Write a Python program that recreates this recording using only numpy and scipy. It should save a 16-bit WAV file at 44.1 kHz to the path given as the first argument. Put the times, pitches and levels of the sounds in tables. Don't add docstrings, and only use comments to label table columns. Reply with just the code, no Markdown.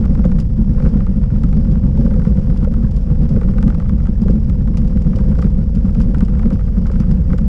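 import sys
import numpy as np
from scipy import signal
from scipy.io import wavfile
from scipy.ndimage import uniform_filter1d

SR = 44100
rng = np.random.default_rng(int(sys.argv[2]) if len(sys.argv) > 2 else 0)


def wrap_up_sound(samples):
    columns = np.atleast_2d(samples).T
    tamed = np.clip(columns, -1, 1)
    steps = np.round(tamed * 32767).astype(np.int16)
    wavfile.write(sys.argv[1], SR, steps)


N = 329849

# t/s, level/dB
ROUGHNESS = [(0.05, -35.5), (0.32, -38), (0.67, -44), (0.83, -31), (1.04, -39), (1.93, -38.5),
             (2.01, -32.5), (2.77, -38.5), (3.43, -35), (4.2, -41.5), (4.28, -36.5), (4.45, -40.5),
             (5.46, -34.5), (5.5, -38.5), (6.18, -37), (7.46, -38.5)]
# f/Hz, level/dB per Hz
HISS_SPECTRUM = [(560, -9.5), (800, -15), (1300, -25), (1600, -26), (2100, -30), (3200, -31.5), (4100, -36),
                 (6300, -38), (9800, -42)]
# f/Hz, width/Hz, level/dB
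MICROPHONE_PORT = (5185, 1380, 0.93)
# t/s, peak level/dB (nominal)
JINGLES = [(0.25, -47.5), (0.388, -46), (0.4, -40), (1.715, -47.5), (2.5718, -46), (2.911, -49.5),
           (2.963, -46), (3.29, -47), (4.217, -47.5), (4.301, -45.5), (4.771, -39), (4.873, -47.5),
           (5.017, -47), (5.158, -43), (5.3882, -48.5), (5.417, -45), (5.75, -44.5), (6.0128, -40.5),
           (6.183, -48), (6.249, -47.5), (6.53, -46), (6.866, -45.5), (6.9142, -45.5), (6.999, -41.5),
           (7.1123, -45), (7.3784, -46)]
# t/s, nominal ring peak level/dB, tick level over the ring/dB
KNOCKS = [(0.0405, -31, -10), (0.0553, -31, 7), (0.1512, -30, 6), (0.191, -35, 2), (0.252, -30, -2),
          (0.2421, -26, -2), (0.3168, -30.5, 4), (0.3855, -31, 0), (0.7786, -32, 0), (0.8001, -28, -2),
          (0.823, -33, -4), (0.85, -28, 1), (0.871, -33, -4), (0.944, -33, -4), (0.969, -34, 0),
          (0.8602, -26.5, -5.5), (1.0046, -29, 0), (1.066, -28.5, 1), (1.2354, -32, 2), (1.302, -35, 0),
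          (1.359, -35, 0), (1.4357, -27, 6), (1.5284, -32, 5), (1.650, -35, 5), (1.753, -34, -3),
          (2.061, -31, -3), (2.109, -31, -2), (2.1392, -33, 3), (2.1958, -31, 2), (2.218, -34, 2),
          (2.251, -28, 2), (2.264, -33, -4), (2.372, -34, 6), (2.501, -34, -3), (2.56, -35, 2),
          (2.6472, -28, 3), (2.7396, -30.5, 5), (3.097, -35, -3), (3.362, -31, 0), (3.4128, -27, 0),
          (3.432, -31, 1), (3.485, -29, -2), (3.537, -34, -1), (3.5827, -24.5, 0.5), (3.6277, -25.5, 7),
          (3.68, -28, 7), (3.702, -27, 4), (3.723, -33, 2), (3.7464, -30, 5), (3.8003, -27, 0),
          (3.822, -35, 3), (3.858, -35, 0), (3.8939, -28.5, 4), (4.0006, -35, -2), (4.0542, -32, 4),
          (4.07, -32, 5), (4.2827, -29, 2), (4.498, -34, 13), (4.675, -32, 1), (4.740, -34, -3),
          (4.772, -33, 8), (4.972, -34, 0), (5.132, -30.5, 5), (5.1871, -29, 4), (5.3146, -33, 4),
          (5.324, -33, -5), (5.354, -34, 7), (5.388, -26.5, -2), (5.4241, -23, 0), (5.443, -32, 3),
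          (5.892, -34, -3), (5.9498, -32, 9.5), (6.0028, -27, 5), (6.146, -23.5, 0), (6.2072, -25, 6),
          (6.222, -34, -4), (6.2826, -33, 3), (6.3375, -35, 3), (6.353, -35, 3), (6.371, -36, 0),
          (6.3939, -26.5, 1), (6.4303, -29, -1), (6.457, -34, 6), (6.505, -29, 7), (6.518, -32, 0),
          (6.554, -35, -3), (6.5928, -32, -2), (6.609, -34, 3), (6.6784, -34, -3), (6.767, -34, -3),
          (6.8563, -31, -2), (6.868, -32, -2), (6.8966, -29, -6), (6.916, -33, 2), (6.936, -35, -3),
          (6.957, -33, 1), (7.001, -32, 7), (7.021, -34, -5), (7.033, -33, -3), (7.1106, -31.5, 5),
          (7.3023, -30, -8), (7.3312, -24, -1), (7.3848, -28, 7)]
# lag t/s, level/dB
CHATTER = [(.0006, -4.5), (.003, -7), (.0065, -12.5)]
# t/s, peak level/dB (nominal)
HOUSING_RAPS = [(0.252, -17.5), (0.801, -29), (0.859, -24.5), (1.982, -26), (2.076, -26), (2.169, -25),
                (2.526, -30), (2.671, -20), (3.368, -18.5), (3.416, -26), (3.566, -23.5), (4.133, -31),
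                (4.257, -23.5), (4.295, -19), (5.168, -21.5), (5.387, -21), (6.136, -30), (6.455, -21),
                (6.512, -22), (6.9, -21), (7.337, -19)]
# t/s, peak level/dB (nominal)
JOINT_THUMPS = [(0.193, -7), (0.254, -4), (0.693, -6), (0.861, -10), (0.954, -3.5), (1.087, -6),
                (1.438, -3), (1.716, -4.5), (1.875, -9), (1.99, -4), (2.046, -6), (2.266, -5), (2.376, -6),
                (2.627, -6), (2.835, -7.5), (3.202, -10.5), (3.303, -8), (3.632, -7.5), (4.085, -7.5),
                (4.215, -6), (4.297, -4), (4.365, -8.5), (4.956, -6), (5.062, -6), (5.135, -10.5),
                (5.389, -8.5), (5.444, -5), (5.762, -9), (5.842, -7.5), (6.059, -12.5), (6.093, -6.5),
                (6.163, -6), (6.22, -3), (6.454, -7.5), (6.522, -5), (6.996, -5), (7.111, -6), (7.316, -7),
                (7.407, -10)]
# f/Hz, width/Hz, level/dB
METAL_MODES = [(2660, 1630, 5), (4840, 790, 2), (6800, 280, -11), (9000, 890, -12)]
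CLAMP_MODES = [(834, 230, 2), (1100, 120, 0), (1275, 274, 6), (1594, 120, -5.5), (1770, 330, -5.5),
               (2410, 570, -9.5)]
HOUSING_MODES = [(396.7, 81, -2.5), (502, 51, 2), (542.7, 69, -4.5)]
BAR_MODES = [(128.6, 14.7, -9), (153.6, 27.3, -3.5), (190.1, 24.6, -1), (224.4, 19.7, -5.5),
             (296, 84, -19.5)]
WHEEL_MODES = [(19.16, 18, -7.5), (31.31, 19.2, -3.5), (45.6, 23.2, -2), (57.3, 17.3, -2.5),
               (86.24, 44, -12.5)]

HISS_DB, HISS_FOLLOWS = -48.5, 0.32
RATTLE_DB, RATTLE_FOLLOWS = -53, 0.5
SHUDDER_DB, SHUDDER_FOLLOWS = -19, 0.3
BOUNCE_DB, BOUNCE_FOLLOWS = -12, 0.13
KNOCK_FOLLOWS = 0.67

HISS_EDGE_HZ = 11400
RATTLE_PER_S = 200
RATTLE_LOW_HZ, RATTLE_HIGH_HZ = 734, 1840
RATTLE_WIDTH = 0.11
RATTLE_TILT_DB = -11.5
JINGLE_S, RAP_S, THUMP_S = 0.0089, 0.0032, 0.0059
SMALL_KNOCK_CHANCE = 0.7
SMALL_KNOCK_DB, SMALL_TICK_DB = -48.5, 2
TICK_CUT_HZ = 2300
KNOCK_BODY_DB = -4.5
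CLAMP_SCATTER_DB, HOUSING_SCATTER_DB = 3.5, 6.0
SWING_LIMIT = 1
TOP_EDGE_HZ, CUTOFF_HZ = 9100, 15700
OFFSET = 0.0028
RUN_IN = SR // 5


def from_db(db):
    return 10 ** (np.asarray(db) / 20)


def rms_one(x):
    return x / np.sqrt(np.mean(x ** 2) + 1e-20)


def in_time(rows):
    times, *columns = np.transpose(rows)
    return [np.interp(np.arange(N) / SR, times, column) for column in columns]


def butter(x, hz, kind, order=2):
    return signal.sosfilt(signal.butter(order, hz, kind, fs=SR, output="sos"), x)


def drift(rate_hz):
    r = np.exp(-80 * np.pi * rate_hz / SR)
    noise = rng.standard_normal(N // 40 + 2002)
    slow = signal.lfilter([1], [1, -2 * r, r * r], noise)[2000:]
    return np.interp(np.arange(N) / 40, np.arange(len(slow)), rms_one(slow))


def resonance(x, hz, width_hz):
    r = np.exp(-np.pi * width_hz / SR)
    top = [(1 - r * r) / 2, 0, (r * r - 1) / 2]
    bottom = [1, -2 * r * np.cos(2 * np.pi * hz / SR), r * r]
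    return signal.lfilter(top, bottom, x + 1e-18)


def grains(per_s, spread_db):
    size_db = spread_db * np.minimum(rng.exponential(1, N), 5)
    sizes = from_db(size_db) * rng.choice([-1, 1], N)
    return sizes * (rng.random(N) < per_s / SR)


def shaken(modes, per_s, spread_db, even_s):
    jolts = grains(per_s, spread_db)
    jolts = np.r_[jolts[-RUN_IN:], jolts]
    body = 0
    for k, (hz, width_hz, db) in enumerate(modes):
        once = resonance(jolts, hz, 1.5 * width_hz)
        twice = resonance(once, hz, 1.5 * width_hz)
        body = body + (-1) ** k * from_db(db) * rms_one(twice)[RUN_IN:]
    size = int(even_s * SR)
    power = uniform_filter1d(uniform_filter1d(rms_one(body) ** 2, size), size)
    return rms_one(body / np.sqrt(power + 0.22))


def struck(at, level_db, modes, scatter_db):
    scatter = scatter_db * rng.standard_normal((len(at), len(modes)))
    share = from_db(2 * np.transpose(modes)[2])
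    power = from_db(2 * scatter) @ share / share.sum()
    scatter = scatter - 10 * np.log10(power)[:, None]
    out = 0
    for k, (hz, width_hz, db) in enumerate(modes):
        clicks = np.zeros(N)
        clicks[at] = from_db(level_db + db + scatter[:, k]) * SR / (2 * np.pi * width_hz)
        out = out + (-1) ** k * resonance(clicks, hz, width_hz)
    return out


def swells(rows, rise_s):
    times, db = np.transpose(rows)
    t = np.arange(int(.1 * SR)) / SR / rise_s
    blows = np.zeros(N)
    blows[np.round(times * SR).astype(int)] = from_db(db) / np.sqrt(2)
    return signal.fftconvolve(blows, t * np.exp(1 - t))[:N]


def tyre_hiss(shake, patchy_db):
    together = drift(60)
    edges = 500 * 2 ** np.arange(0, 4.8, 1 / 4)
    grit = [rms_one(grains(6000, spread_db=3.5)), rms_one(grains(6000, spread_db=4.5))]
    table_hz, table_db = np.transpose(HISS_SPECTRUM)
    hiss = 0
    for k, (low, high) in enumerate(zip(edges, edges[1:])):
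        level_db = np.interp(np.log(low * high) / 2, np.log(table_hz), table_db)
        flicker_db = patchy_db * (together + 0.6 * drift(25))
        hiss = hiss + from_db(level_db + flicker_db) * butter(grit[k % 2], [low, high], "band")
    hiss = butter(hiss, HISS_EDGE_HZ, "low", order=8)
    hz, width_hz, db = MICROPHONE_PORT
    port = from_db(db) * butter(hiss, [hz - width_hz / 2, hz + width_hz / 2], "band")
    return rms_one(shake ** .2 * (hiss + port))


def rattle(shake):
    contacts = grains(RATTLE_PER_S * shake, spread_db=3.5)
    dealt = rng.integers(0, 12, N)
    pitches = np.geomspace(RATTLE_LOW_HZ, RATTLE_HIGH_HZ, 12)
    tilt_db = np.linspace(0, RATTLE_TILT_DB, 12)
    out = 0
    for k, (hz, db) in enumerate(zip(pitches, tilt_db)):
        ring = resonance(contacts * (dealt == k), hz, RATTLE_WIDTH * hz)
        out = out + from_db(db) * rms_one(ring)
    return rms_one(out)


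def jingles():
    t = np.arange(int(.05 * SR)) / SR
    fade = np.minimum(t / 0.0003, 1) * np.exp(-t / JINGLE_S)
    shower = np.zeros(N)
    for start_s, db in JINGLES:
        part = shower[round(start_s * SR):][:len(t)]
        part += from_db(db) * fade[:len(part)]
    contacts = grains(2800, spread_db=-1.0)
    metal = sum(from_db(db) * rms_one(resonance(contacts, hz, width_hz)) for hz, width_hz, db in METAL_MODES)
    return shower * rms_one(metal)


def knocks(shake, wheels):
    times, ring_db, tick_db = np.transpose(KNOCKS)
    tops = np.flatnonzero((wheels[1:-1] > wheels[:-2]) & (wheels[1:-1] > wheels[2:]))
    chance, size = rng.random(N), rng.exponential(1, N)
    small = tops[chance[tops] < SMALL_KNOCK_CHANCE * shake[tops]]
    uneven_db = 3 * np.minimum(size[small], 2)
    at = np.r_[np.round(times * SR).astype(int), small]
    ring_db = np.r_[ring_db, SMALL_KNOCK_DB + uneven_db]
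    tick_db = np.r_[tick_db, np.full(len(small), SMALL_TICK_DB)]

    ticks = np.zeros(N)
    ticks[at] = from_db(ring_db + tick_db) * SR / (2 * np.pi * TICK_CUT_HZ)
    ticks = butter(butter(ticks, TICK_CUT_HZ, "low", order=1), 900, "high")

    ring, stretch = 0, rng.uniform(0.7, 1.5, (len(at), 3))
    for k, (lag_s, db) in enumerate(CHATTER):
        late = np.minimum(at + (lag_s * stretch[:, k] * SR).astype(int), N - 1)
        clamp = struck(late, ring_db + db, CLAMP_MODES, CLAMP_SCATTER_DB)
        housing = struck(late, ring_db + db + KNOCK_BODY_DB, HOUSING_MODES, HOUSING_SCATTER_DB)
        ring = ring + clamp + housing
    return ticks + butter(ring, [400, 2600], "band")


def housing_hum(hum_db, shake):
    level = np.hypot(swells(HOUSING_RAPS, RAP_S), from_db(hum_db) * shake ** 0.5)
    return level * shaken(HOUSING_MODES, per_s=280, spread_db=2.5, even_s=0.015)


def bar_shudder(rough_db):
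    steady_bar = shaken(BAR_MODES, per_s=400, spread_db=2.5, even_s=.012)
    lumps_db = 3.6 * drift(16)
    shudder = from_db(SHUDDER_DB + SHUDDER_FOLLOWS * rough_db + lumps_db)
    return np.hypot(swells(JOINT_THUMPS, THUMP_S), shudder) * steady_bar


def shaking_strength(bar):
    return np.sqrt(uniform_filter1d(rms_one(bar) ** 2, int(0.014 * SR)) + 0.033)


def wheel_bounce(rough_db, shake):
    level = shake ** 0.27 * from_db(BOUNCE_DB + BOUNCE_FOLLOWS * rough_db)
    return level * shaken(WHEEL_MODES, per_s=140, spread_db=3.0, even_s=0.054)


def limited_swing(motion):
    swing = SWING_LIMIT * np.tanh(motion / SWING_LIMIT)
    return butter(swing, 357, "low", order=4)


def scene():
    hum_db, = in_time(ROUGHNESS)
    rough_db = hum_db - hum_db.mean()
    bar = bar_shudder(rough_db)
    shake = shaking_strength(bar)
    wheels = wheel_bounce(rough_db, shake)

    hiss = from_db(HISS_DB + HISS_FOLLOWS * rough_db) * tyre_hiss(shake, patchy_db=1.3)
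    rattling = from_db(RATTLE_DB + RATTLE_FOLLOWS * rough_db) * rattle(shake)
    knocking = knocks(shake * from_db(KNOCK_FOLLOWS * rough_db), wheels)
    treble = butter(hiss + rattling + jingles() + knocking, TOP_EDGE_HZ, "low", order=3)

    swing = limited_swing(wheels + bar)
    return (treble + housing_hum(hum_db, shake) + swing)[None]


def record(dry):
    return signal.sosfilt(signal.cheby2(12, 70, CUTOFF_HZ, fs=SR, output="sos"), dry + OFFSET)


dry = scene()
out = record(dry)
wrap_up_sound(out)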